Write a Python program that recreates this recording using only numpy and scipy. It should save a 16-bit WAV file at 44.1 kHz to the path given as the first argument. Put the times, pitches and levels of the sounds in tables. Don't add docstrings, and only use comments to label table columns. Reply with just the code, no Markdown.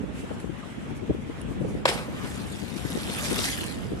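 import sys
import numpy as np
from scipy import signal
from scipy.fft import rfft, irfft, next_fast_len
from scipy.io import wavfile
from scipy.ndimage import uniform_filter1d, map_coordinates

SR = 44100
rng = np.random.default_rng(int(sys.argv[2]) if len(sys.argv) > 2 else 0)


def transcribe(u):
    v = np.clip(np.atleast_2d(u).T, -1, 1)
    q = np.round(v * 32767).astype(np.int16)
    wavfile.write(sys.argv[1], SR, q)


N = 176400
T = np.arange(N) / SR
ENTRY_S = 1.8532

# frequency in Hz, relative spectral density in dB.
WASH_SPECTRUM = [(100, -5), (400, -1), (800, 0), (1500, -3), (3200, -8), (4600, -21), (8000, -23.5),
                 (13000, -40)]
FOAM_SPECTRUM = [(1500, -6), (4000, 1.5), (8500, 6), (11000, 1), (13000, -8)]
RUSTLE_SPECTRUM = [(800, 3), (2500, 7.5), (5000, -4), (7500, 1), (11000, -3), (13000, -16)]
WIND_SPECTRUM = [(20, -36), (33, -28), (55, 0.5), (100, -1), (220, 1), (350, -7), (500, -12), (750, -23.5),
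                 (1500, -38), (4000, -75)]
RAIN_SPECTRUM = [(300, -20), (800, -10), (1850, 1), (2350, -1), (3400, 0.5), (5300, -4.5), (6500, -5),
                 (8500, -3), (11000, -6.5), (13000, -13.5)]
CLUMP_SPECTRUM = [(1000, -16), (2500, 0), (5000, 8.5), (7000, 3.5), (10000, 1), (13000, -6)]
CHURN_SPECTRUM = [(200, -27), (500, 7.5), (1100, 4.5), (2000, 1), (4000, -8.5), (8000, -12.5), (13000, -17)]
JET_SPECTRUM = [(1000, -26), (3000, 2), (5000, 8), (6500, -1), (8500, 2), (11000, 6), (13000, -20)]
SPRAY_SPECTRUM = [(150, -24), (450, 8.5), (1000, -1), (1600, -0.5), (3500, -3), (5500, -10), (6500, -18),
                  (8200, -7.5), (11000, -18.5), (13000, -26)]
CRACK_SPECTRUM = [(200, -28), (380, -11), (520, 4), (1000, 3), (1500, 0), (2000, -1), (3100, -4),
                  (3900, -2.5), (5600, -11), (6300, -33), (7400, -7), (9000, -37), (11000, -14),
                  (13000, -39)]
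# time in seconds, level in dB.
FOAM_LEVELS = [(0, -62), (.11, -67), (.3, -58), (.55, -60), (1.2, -63), (1.6, -60.5), (1.75, -53.5),
               (1.84, -69), (4, -66)]
LEFT_WIND_LEVELS = [(0, -46), (.15, -38), (.3, -37.5), (.5, -34.5), (.62, -41.5), (.8, -40), (.93, -38.5),
                    (1.15, -33), (1.33, -40.5), (1.6, -29), (1.85, -37.5), (2.03, -39.5), (2.25, -33.5),
                    (2.85, -35), (3.15, -36.5), (3.33, -31), (3.55, -40.5), (4, -38.5)]
RIGHT_WIND_LEVELS = [(0, -30.5), (.2, -31.5), (.65, -42.5), (.78, -36), (.87, -34.5), (1.12, -33.5),
                     (1.35, -37.5), (1.66, -28), (1.8, -30.5), (2.05, -32.5), (2.3, -34.5), (2.45, -34.5),
                     (2.75, -43.5), (2.98, -33.5), (3.4, -30.5), (3.68, -28), (3.92, -30.5), (4, -32.5)]
RAIN_LEVELS = [(1.9, -92), (2.12, -62), (2.28, -43.5), (2.45, -46.5), (2.7, -44.5), (2.95, -40.5),
               (3.25, -34), (3.34, -32.5), (3.41, -31), (3.52, -35), (3.7, -40), (3.76, -47), (4, -57)]
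CHURN_LEVELS = [(1.85, -80), (1.905, -32.5), (2.0, -38), (2.08, -46), (2.25, -39.5), (2.45, -52.5),
                (2.8, -47), (3.3, -37), (3.6, -45), (3.9, -52.5)]
# peak time in seconds, level in dB, rise in seconds, 60 dB decay time in seconds.
RUSTLE_BURSTS = [(.2, -46, 0.087, .33), (.402, -43, .003, 0.035), (1.416, -45, .001, .02)]
CLUMP_BURSTS = [(2.77, -44, 0.018, 0.14), (3.25, -34, 0.029, 0.56), (3.39, -32, 0.014, 0.088),
                (3.455, -29, 0.067, 0.22)]
SHEET_BURSTS = [(1.889, -18.5, 0.013, 0.1), (1.901, -27, .004, 0.043), (1.984, -35, 0.015, 0.1)]
SLAP_BURSTS = [(1.8553, -13.5, .0018, .016), (1.8575, -14.5, .001, .029)]
# time in seconds, left and right levels in dB, length in seconds, centre frequency in Hz.
EDDY_PUFFS = [(.008, -35, -26.5, 0.021, 198), (0.04, -27, -26, 0.0082, 238), (0.24, -30, -31, 0.012, 280),
              (0.313, -26, -57, 0.0086, 397), (0.445, -28, -35, 0.0056, 316),
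              (0.499, -26, -43, 0.0086, 222), (0.782, -52, -28, .012, 220), (0.917, -29, -45, 0.019, 184),
              (1.033, -29.5, -41, 0.015, 200), (1.099, -21, -20.5, 0.0065, 250),
              (1.108, -18, -19, 0.0072, 270), (1.108, -27.5, -24, 0.021, 95),
              (1.15, -24.5, -29, 0.005, 219), (1.3, -28, -28.5, 0.0099, 276),
              (1.617, -25, -45, 0.0092, 253), (1.651, -42, -22, 0.012, 334), (1.749, -24.5, -37, 0.01, 263),
              (1.959, -42, -23.5, 0.011, 260), (2.086, -34.5, -28.5, 0.006, 396),
              (2.247, -31, -44, 0.025, 210), (2.633, -27.5, -46, 0.012, 180),
              (2.764, -29.5, -51, 0.0093, 235), (2.856, -22, -37, 0.0076, 205),
              (2.906, -32, -32, 0.0083, 206), (2.958, -21.5, -36, 0.0048, 249),
              (2.975, -30, -21.5, 0.0082, 297), (3.096, -30, -45, 0.016, 310),
              (3.322, -21.5, -47, 0.012, 285), (3.391, -26.5, -31, 0.014, 270),
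              (3.619, -31, -37, 0.012, 248), (3.78, -34, -32, 0.012, 209), (3.927, -29, -27.5, 0.027, 258)]
# time in seconds, frequency in Hz, level in dB, length in seconds.
PEEP_TONES = [(0.636, 1212, -41.5, 0.017), (0.997, 2200, -45, 0.0059)]
# frequency in Hz, level in dB, 60 dB decay in seconds.
TICK_MODES = [(9400, -33.5, 0.013), (10700, -37, 0.012)]
POCKET_MODES = [(587, 3.5, 0.012), (950, -9, 0.012)]
# frequency in Hz, share of the power.
DIRECT_SHARE = [(100, 1), (600, 1), (2300, 0.47), (3800, 0.043), (5000, 0.43), (7000, 0.13), (13000, 0.089)]
# frequency in Hz, level of left over right in dB.
LEFT_OVER_RIGHT = [(300, 5), (600, 0.5), (2200, -1.5), (4000, 2), (9000, 0.5), (12000, -5.5)]


def amp(db):
    return 10 ** (np.asarray(db) / 20)


def unit(x):
    return x / np.sqrt(np.mean(x ** 2) + 1e-20)


def along(points, hz):
    knots_hz, values = np.transpose(points)
    return np.interp(np.log(hz + 1), np.log(knots_hz + 1), values)


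def level(points):
    return amp(np.interp(T, *np.transpose(points)))


def wobble(knots_per_s):
    return map_coordinates(rng.standard_normal(4096), [T * knots_per_s], mode="wrap")


def bell(t, length):
    return np.exp(-2 * (t / length) ** 2)


def burst(start, rise, t60):
    t = T - start
    return np.clip(t / rise, 0, 1) * amp(-60 * np.maximum(t - rise, 0) / t60)


def bursts(rows):
    return np.sqrt(sum((amp(db) * burst(peak - rise, rise, t60)) ** 2 for peak, db, rise, t60 in rows))


def ring(start, modes, attack_s):
    t = np.maximum(T - start, 0)
    partials = sum((-1) ** k * amp(db - 60 * t / t60) * np.sin(2 * np.pi * hz * t)
                   for k, (hz, db, t60) in enumerate(modes))
    return partials * (1 - np.exp(-t / attack_s))


def filtered(x, response):
    size = next_fast_len(N + SR // 2)
    return irfft(rfft(x, size) * response(np.fft.rfftfreq(size, 1 / SR)), size)[..., :N]


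def coloured(x, spectrum):
    return unit(filtered(x, lambda hz: amp(along(spectrum, hz))))


def noise(spectrum, channels=2):
    return coloured(rng.standard_normal((channels, N)), spectrum)


def patchy(x, depth_db):
    frames = signal.stft(x, nperseg=512)[2]
    field = uniform_filter1d(rng.standard_normal(frames.shape[1:]), 4, axis=0)
    field = uniform_filter1d(field, 9, axis=1)
    return unit(signal.istft(frames * amp(depth_db * unit(field)), nperseg=512)[1][:, :N])


def from_left(x, lead_s=0.00018):
    return filtered(x, lambda hz: np.exp(1j * np.pi * hz * lead_s * np.array([[1], [-1]])))


def placed(signals):
    direct = filtered(signals[0], lambda hz: np.sqrt(along(DIRECT_SHARE, hz)))
    scattered = filtered(signals[1:], lambda hz: np.sqrt(1 - along(DIRECT_SHARE, hz)))
    return from_left(direct) + scattered


def sea():
    wash = patchy(noise(WASH_SPECTRUM), depth_db=1.8) * amp(-46 + wobble(13))
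    foam = patchy(noise(FOAM_SPECTRUM), depth_db=3.5) * level(FOAM_LEVELS) * amp(2.6 * wobble(35.15))
    return wash + foam + noise(RUSTLE_SPECTRUM) * bursts(RUSTLE_BURSTS)


def peeps():
    return sum(amp(db) * bell(T - time, length) * np.sin(2 * np.pi * hz * T + wobble(150))
               for time, hz, db, length in PEEP_TONES)


def tick():
    return ring(1.4145, TICK_MODES, attack_s=0.0004) * amp([[-7], [0]])


def eddies(width_octaves=0.79, cutoff_hz=565, size=4096):
    out, k = np.zeros((2, N + 2 * size)), np.arange(size)
    hz = np.fft.rfftfreq(size, 1 / SR) + 1
    rolloff = np.sqrt(1 + (hz / cutoff_hz) ** 6)
    for time, left_db, right_db, length, centre_hz in EDDY_PUFFS:
        band = np.exp(-.5 * (np.log2(hz / centre_hz) / width_octaves) ** 2) / rolloff
        envelope = bell((k - size / 2) / SR, length)
        puff = irfft(rfft(rng.standard_normal((2, size))) * band) * envelope
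        puff *= np.linalg.norm(envelope) / np.linalg.norm(puff, axis=1, keepdims=True)
        out[:, round(time * SR) + k] += amp([[left_db], [right_db]]) * puff
    return out[:, size // 2:][:, :N]


def wind():
    lumps = unit(amp(1.52 * np.array([wobble(70), wobble(70)])))
    gusts = np.array([level(LEFT_WIND_LEVELS), level(RIGHT_WIND_LEVELS)])
    return noise(WIND_SPECTRUM) * gusts * lumps + eddies()


def patter(drops_per_s=1400, low_hz=900, high_hz=13000, spread_db=3.4, length_cycles=2.8):
    draws = rng.random((40000, 4))[:int(drops_per_s * N / SR)]
    onset, pitch, weight, polarity = np.hsplit(draws, 4)
    hz, k = low_hz + (high_hz - low_hz) * pitch, np.arange(128)
    cycles = hz * k / SR
    drop_db = -spread_db * np.log(np.maximum(weight, np.exp(-5)))
    strength = amp(drop_db) * np.sqrt(hz) * np.sign(polarity - .5)
    impacts = strength * np.sin(2 * np.pi * cycles) * np.exp(-2 * cycles / length_cycles)
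    samples = (onset * N).astype(int) + k
    return unit(np.bincount(samples.ravel(), impacts.ravel(), N)[:N])


def droplets(spectrum, mist_db=-2):
    drops = np.array([patter() for _ in range(3)])
    mist = amp(mist_db) * rng.standard_normal((3, N))
    return placed(coloured(drops + mist, spectrum))


def shower():
    rain = patchy(droplets(RAIN_SPECTRUM), depth_db=3.5) * level(RAIN_LEVELS) * amp(0.45 * wobble(34.89))
    clumps = droplets(CLUMP_SPECTRUM) * bursts(CLUMP_BURSTS)
    flurries = amp(1.1 * wobble(160))
    return (rain + clumps) * flurries


def churn():
    return patchy(placed(noise(CHURN_SPECTRUM, channels=3)), depth_db=2.5) * level(CHURN_LEVELS)


def jet(peak_s=1.942, rise_s=0.075):
    return droplets(JET_SPECTRUM) * amp(-37) * burst(peak_s - rise_s, rise_s, t60=0.095)


def spray():
    splatter = amp(-27) * burst(ENTRY_S, rise=0.014, t60=0.43)
    return patchy(droplets(SPRAY_SPECTRUM), depth_db=2.0) * np.hypot(bursts(SHEET_BURSTS), splatter)


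def smack(pocket_delay_s=0.0017):
    crack = placed(noise(CRACK_SPECTRUM, channels=3)) * bursts(SLAP_BURSTS)
    pocket = ring(ENTRY_S + pocket_delay_s, POCKET_MODES, attack_s=0.001)
    return crack + from_left(pocket)


def scene():
    dive = smack() + spray() + jet() + churn() + shower()
    return dive + sea() + wind() + tick() + peeps()


def record(dry):
    top_hz = 13100
    sides = np.array([[.5], [-.5]])
    return filtered(dry, lambda hz: amp(along(LEFT_OVER_RIGHT, hz) * sides) * (hz < top_hz))


dry = scene()
out = record(dry)
transcribe(out)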